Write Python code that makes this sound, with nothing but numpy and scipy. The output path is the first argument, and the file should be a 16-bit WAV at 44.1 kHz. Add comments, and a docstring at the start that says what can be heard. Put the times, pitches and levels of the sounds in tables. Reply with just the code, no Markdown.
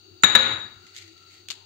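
"""Bowl knocks and a bay leaf in a kitchen

A ceramic spice bowl knocks twice on a hard surface, close to the microphone: damped sine modes ring over
thuds of shaped noise, and a bare kitchen answers with decaying noise and lingering lines.
A dry bay leaf rustles in the fingers as random grains, then drops into a pan of onions as short noise bursts.
Filtered noise makes the stove's quiet hiss and hum. A limiter ducks and recovers, which holds the tail up.
"""
import sys
import numpy as np
from scipy import signal
from scipy.fft import rfft, irfft
from scipy.io import wavfile
from scipy.ndimage import uniform_filter1d, minimum_filter1d

SR = 44100
rng = np.random.default_rng(int(sys.argv[2]) if len(sys.argv) > 2 else 0)


def generate_wav(sig):
    """Save sig (samples, or channels by samples) to the path in sys.argv[1] as 16-bit PCM at SR."""
    pcm = np.round(np.clip(np.atleast_2d(sig).T, -1, 1) * 32767).astype(np.int16)
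    wavfile.write(sys.argv[1], SR, pcm)


N = 72765
TIME = np.arange(N) / SR  # s
BINS = np.maximum(np.fft.rfftfreq(N, 1 / SR), 1)  # Hz

# bowl contacts, a graze and two knocks that each rebound:
# start_s, thud_db, low_ring_db, high_ring_db, high_ring_left_right_db
KNOCKS = [(.2232, -58.5, -59, -36, -11), (.2347, 11.5, 5, 4.5, -18.5), (.2418, -7, 12.5, 6, 6.5),
          (.3505, 4.5, 8.5, -10, 9.5), (.3603, -7, 3.5, -13.5, 13.5)]
# modes of the bowl and the surface it meets: pitch_hz
MODE_HZ = [230, 528, 1296, 1446, 1702, 1879, 2287, 2860, 3601, 3810, 3919, 6948, 6982, 10360, 13900]
# strength and damping of each mode: relative_db, t60_s, left_right_db, lingering_relative_db, lingering_width_hz
MODES = [(-28.5, 0.27, 4.5, -13, 34), (-30, 0.17, 6, -14.5, 14), (-9.5, 0.019, 11.5, -23.5, 88),
         (-11.5, 0.013, 11, -20.5, 45), (-15.5, 0.1, 16, -18.5, 35), (-22.5, 0.061, 14, -18.5, 25),
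         (-21.5, 0.15, 4.5, -19, 25), (-26, 0.062, 10, -21, 11), (-31, 0.055, 15, -21.5, 39),
         (0, 0.042, 23, -22, 42), (-13.5, 0.041, 6, -14, 32), (-7, .07, -8, -23.5, 11),
         (-12.5, 0.16, 2.5, -18.5, 39), (-42.5, 0.14, 1, -11.5, 58), (-42, .06, 15, -12.5, 400)]
HIGH_RING_HZ = 5000
RING_BUILD_S, CONTACT_S = 0.0023, 0.00074  # onsets of the low ring, and of the high ring and thud
# the linger's decay, its share of the mode's left-right dB, and the share of its power in a clean tone
LINGER_T60_S, LINGER_PAN_SHARE, LINGER_STEADY = 0.51, 0.66, 0.3
# dense, quickly damped thud of the surface: pitch_hz, relative_db
THUD_SPECTRUM = [(40, -23.5), (130, -24.5), (235, -21.5), (340, -10), (700, -11.5), (1000, -7.5),
                 (1300, -2), (1800, -1.5), (2600, -8), (3300, -12.5), (4200, -13), (5500, -35), (7000, -19),
                 (9000, -47), (15000, -60)]
THUD_T60_S, THUD_PAN_DB = 0.046, 5
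# the kitchen's answer to a knock: pitch_hz, relative_db
ECHO_SPECTRUM = [(40, -45.5), (95, -4.5), (160, -12), (230, -26.5), (290, -5.5), (480, -8), (650, -6.5),
                 (950, -2), (1300, 1), (2100, 0.5), (3200, -5), (3750, 8), (4150, -2), (4800, -14),
                 (5600, -34.5), (6300, -17), (6950, -5.5), (7600, -35), (9000, -60), (13500, -35),
                 (15500, -59)]
ECHO_DB, ECHO_PAN_DB, ECHO_BUILD_S = -15.5, 7, 0.0027
# reverberation time of the kitchen: pitch_hz, t60_s
ROOM_T60 = [(100, 0.79), (400, 0.55), (1500, 0.54), (4000, 0.46), (8000, 0.38), (15000, 0.15)]

# low bumps through the worktop, from the bowl's weight and from handling: start_s, level_db, left_right_db
BUMPS = [(.11, -53, 7), (.2347, -4, -2.5), (.645, -46.5, 2), (.715, -53.5, -10), (.765, -50, -4),
         (.84, -53.5, -9)]
# colour of the bumps: pitch_hz, relative_db
BUMP_SPECTRUM = [(30, -7), (75, 1.5), (130, -2), (220, 3), (400, -14), (1500, -56.5), (6000, -73)]
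BUMP_T60_S = 0.077

# the leaf crackles in the fingers: start_s, level_db, left_right_db
CRACKLES = [(.866, -43, -1.5), (.9485, -46.5, -13), (.956, -44, 9), (.9638, -32, 2), (.972, -40, -10),
            (.979, -36, 4), (.985, -37, 6), (1.0135, -48, -9.5), (1.022, -44.5, 15), (1.078, -47, 8),
            (1.177, -48, 1)]
# colour of the crackles and the rustle: pitch_hz, relative_db
CRACKLE_SPECTRUM = [(200, -48.5), (1100, -40), (1500, -19.5), (1950, 6), (3000, 1), (4300, 5.5), (5500, -4),
                    (7000, 1), (9500, -19.5), (15000, -19)]
CRACKLE_T60_S, CRACKLE_ROOM_DB = 0.026, -18
# the leaf lands and settles: start_s, level_db, left_right_db
TAPS = [(1.4854, -25, 2), (1.4925, -37.5, -2.5), (1.502, -28, 16), (1.505, -31, 12), (1.5072, -21, 3),
        (1.510, -32, 1), (1.515, -33.5, 21.5), (1.5195, -36.5, 6), (1.5265, -37.5, -13), (1.538, -38, 4),
        (1.552, -43, 5)]
# colour of the landing: pitch_hz, relative_db
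TAP_SPECTRUM = [(40, -53), (200, -18.5), (600, -18), (1000, -16.5), (1400, -7.5), (2000, -6), (2800, 0),
                (4300, 5.5), (5600, -9.5), (7000, -2), (9500, -22), (15000, -23)]
TAP_T60_S, TAP_ROOM_DB = 0.019, -27
# fine rustle of the leaf being picked up: time_s, level_db
RUSTLE_LEVEL = [(0, -77), (.8, -63), (.87, -59), (.93, -57.5), (.985, -51.5), (1.05, -55), (1.14, -65),
                (1.27, -62.5), (1.34, -52.5), (1.39, -57), (1.45, -69), (1.65, -90)]
GRAINS_PER_S, GRAIN_SPREAD_DB = 5100, 4

# the stove's steady hiss: pitch_hz, relative_db
HISS_SPECTRUM = [(25, -8.5), (60, 2), (140, 10), (250, 3.5), (330, 14), (500, -1), (1100, -2.5), (2200, -4),
                 (3300, 3), (4400, 6.5), (5400, -9.5), (6400, 6.5), (8000, -11.5), (10000, -15),
                 (13000, -33), (15200, -1.5)]
HISS_DB, HISS_PAN_DB = -60, 1.5
# steady resonances of the stove: pitch_hz, width_hz, level_db, left_right_db
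STOVE_TONES = [(95.1, 6.8, -62, 3.5), (373, 44, -65, 4), (760, 93, -74.5, 4), (1376, 120, -70.5, 5),
               (2780, 110, -69, 11.5), (3940, 170, -71.5, 24), (4524, 170, -60, 10)]
# faint hums that swell and fade: start_s, end_s, pitch_hz, width_hz, peak_db, left_right_db
SWELLS = [(1.02, 1.149, 332, 5.5, -56.5, 8), (0.45, 1.1, 1400, 130, -62, 12),
          (1.124, 1.41, 1350, 60, -64, 9.5), (0.025, 0.21, 355, 36, -57.5, 7.5),
          (1.53, 1.66, 890, 240, -64.5, 7)]

# likeness of the two channels in noise, before the left lag: pitch_hz, correlation
LIKENESS = [(40, .15), (120, 0.96), (300, 1), (1000, 0.17), (3000, 0.1), (15000, 0.067)]
LEFT_LAG_S = 0.00046
LIMIT_DB, RECOVER_DB_PER_S, LOOKAHEAD_S = 3.5, 68, 0.0013
CUTOFF_HZ = 15600


def bowl():
    """Impact excitation: every contact thuds, rings the bowl's modes and fills the room."""
    thuds = [(s, thud_db, THUD_PAN_DB) for s, thud_db, *_ in KNOCKS]
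    thud = bursts(thuds, THUD_SPECTRUM, THUD_T60_S, CONTACT_S)
    modes = ring()
    echo = kitchen([row[:2] for row in KNOCKS], ECHO_SPECTRUM)
    return modes + thud + from_db(ECHO_DB) * pan(ECHO_PAN_DB) * echo


def ring():
    """Modal synthesis: damped sines; scattered by the room, each lingers as a fluttering line."""
    low = [(s, from_db(db) * rise(s, RING_BUILD_S)) for s, _, db, _, _ in KNOCKS]
    high = [(s, from_db(db) * pan(side) * rise(s, CONTACT_S)) for s, _, _, db, side in KNOCKS]
    low_tail, high_tail = linger(low), linger(high)
    out = 0
    for hz, (db, t60, side, late_db, width) in zip(MODE_HZ, MODES):
        strokes, tail = (high, high_tail) if hz > HIGH_RING_HZ else (low, low_tail)
        direct = sum(strength * decay(s, t60) * tone(hz, s) for s, strength in strokes)
        clean = np.sqrt(2 * LINGER_STEADY) * tone(hz, rng.random())  # random phase
        line = clean + np.sqrt(1 - LINGER_STEADY) * resonance(hz, width)
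        late = pan(side * LINGER_PAN_SHARE) * from_db(late_db) * tail * line
        out = out + from_db(db) * (pan(side) * direct + late)
    return out


def linger(strokes):
    """Energy addition: the decaying powers of all strokes sum into one envelope."""
    return np.sqrt(sum((strength * decay(s, LINGER_T60_S)) ** 2 for s, strength in strokes))


def bumps():
    """Structure-borne sound: impacts through the worktop arrive as low, damped bursts."""
    return bursts(BUMPS, BUMP_SPECTRUM, BUMP_T60_S, attack_s=0.0027)


def leaf(hits, spectrum, t60, room_db):
    """Brittle snapping: short broadband bursts of the dry leaf with a faint room tail."""
    snaps = bursts(hits, spectrum, t60, attack_s=0.00038)
    room = kitchen([row[:2] for row in hits], spectrum)
    return snaps + from_db(room_db) * pan(db=8.5) * room


def rustle():
    """Granular friction: tiny random grains of the leaf between the fingers sum in power."""
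    struck = rng.random(N) < GRAINS_PER_S / SR
    grains = struck * from_db(GRAIN_SPREAD_DB * np.minimum(rng.exponential(1, N), 4))
    power = signal.fftconvolve(grains ** 2, decay(0, t60=0.021) ** 2)[:N]
    power = np.maximum(power, 0)
    level_db = np.interp(TIME, *np.transpose(RUSTLE_LEVEL))
    return from_db(level_db) * pan(db=2.0) * np.sqrt(power / power.mean()) * coloured(CRACKLE_SPECTRUM)


def kitchen(hits, spectrum):
    """Diffuse reverberation: each hit (s, dB) builds up quickly, then dies at its octave's own rate."""
    source = rfft(coloured(spectrum))
    octave = np.clip(np.log2(BINS / 125), 0, 7)
    out = 0
    for k in range(8):
        t60 = at_hz(ROOM_T60, 125 * 2 ** k)
        power = 0
        for s, db in hits:
            build = 1 - np.exp(-np.maximum(TIME - s, 0) / ECHO_BUILD_S)
            power = power + (from_db(db) * decay(s, t60)) ** 2 * build
        band = np.maximum(1 - abs(octave - k), 0)  # neighbouring bands crossfade
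        out = out + np.sqrt(power) * irfft(source * band, N)
    return out


def stove():
    """Filtered noise: soft hiss, a low hum and breathy resonances, some of which come and go."""
    out = from_db(HISS_DB) * pan(HISS_PAN_DB) * coloured(HISS_SPECTRUM)
    for hz, width, db, side in STOVE_TONES:
        out = out + from_db(db) * pan(side) * resonance(hz, width)
    for start, end, hz, width, db, side in SWELLS:
        part = np.clip((TIME - start) / (end - start), 0, 1)
        swell = 2 * np.sqrt(part * (1 - part))
        out = out + from_db(db) * pan(side) * swell * resonance(hz, width)
    return out


def bursts(hits, spectrum, t60, attack_s):
    """High modal density: each hit (s, dB, left-right dB) excites short-lived modes heard as noise."""
    power = 0
    for s, db, side in hits:
        power = power + (from_db(db) * pan(side) * rise(s, attack_s) * decay(s, t60)) ** 2
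    return coloured(spectrum) * np.sqrt(power)


def noise(gains):
    """Partial coherence: stereo noise of rms 1, alike as LIKENESS sets and later on the left."""
    mid, side = rfft(rng.standard_normal((2, N)))
    alike = np.clip(at_hz(LIKENESS, BINS), -1, 1)
    pair = np.sqrt(1 + alike) * mid + np.sqrt(1 - alike) * side * [[1], [-1]]
    lag = np.exp(-2j * np.pi * BINS * np.array([[LEFT_LAG_S], [0]]))
    x = irfft(gains * lag * pair, N)
    return x / np.sqrt(np.mean(x ** 2, axis=1, keepdims=True))


def coloured(spectrum):
    """Spectral shaping: noise of rms 1 that follows a spectrum table."""
    return noise(from_db(at_hz(spectrum, BINS)))


def resonance(hz, width):
    """Resonance: noise of rms 1 gathered around one frequency."""
    return noise(1 / (1 + ((BINS - hz) / width) ** 2 * 2))


def tone(hz, s):
    """Simple harmonic motion: a sine that starts its cycle at s, later on the left."""
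    return np.sin(2 * np.pi * hz * (TIME - s - np.array([[LEFT_LAG_S], [0]])))


def decay(s, t60):
    """Exponential damping: jumps to 1 at s, then falls 60 dB in each t60."""
    return (TIME >= s) * np.exp(-np.log(1000) * np.clip((TIME - s) / t60, 0, 10))


def rise(s, length):
    """Finite contact time: a smooth onset from 0 at s to 1."""
    return 1 - np.exp(-np.clip((TIME - s) / length, 0, 10) ** 2)


def from_db(db):
    """Logarithmic level: decibels to amplitude gain."""
    return 10 ** (np.asarray(db) / 20)


def pan(db):
    """Interchannel level difference: left and right gains for a difference in dB."""
    return from_db([[db / 2], [-db / 2]])


def at_hz(points, hz):
    """Logarithmic pitch: interpolate a table along a log-frequency axis."""
    f, value = np.transpose(points)
    return np.interp(np.log(hz), np.log(f), value)


def scene():
    """Superposition: bowl, handling, leaf and stove add."""
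    out = bowl() + bumps() + rustle() + stove()
    out = out + leaf(CRACKLES, CRACKLE_SPECTRUM, CRACKLE_T60_S, CRACKLE_ROOM_DB)
    return out + leaf(TAPS, TAP_SPECTRUM, TAP_T60_S, TAP_ROOM_DB)


def record(dry):
    """Peak limiting: gain ducks just ahead of peaks and recovers steadily; overshoot clips, the top is cut."""
    span = max(int(LOOKAHEAD_S * SR), 1)
    level_db = 20 * np.log10(abs(dry).max(axis=0) + 1e-9)
    over_db = np.maximum(level_db - LIMIT_DB, 0)
    over_db = -minimum_filter1d(-over_db, span)  # running maximum
    recovery_db = RECOVER_DB_PER_S * TIME
    duck_db = np.maximum.accumulate(over_db + recovery_db) - recovery_db
    clipped = np.clip(dry * from_db(-uniform_filter1d(duck_db, span)), -1, 1)
    lowpass = signal.ellip(10, 0.1, 80, CUTOFF_HZ, fs=SR, output="sos")  # order, ripple dB, stopband dB
    return signal.sosfilt(lowpass, clipped)


dry = scene()
out = record(dry)
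generate_wav(out)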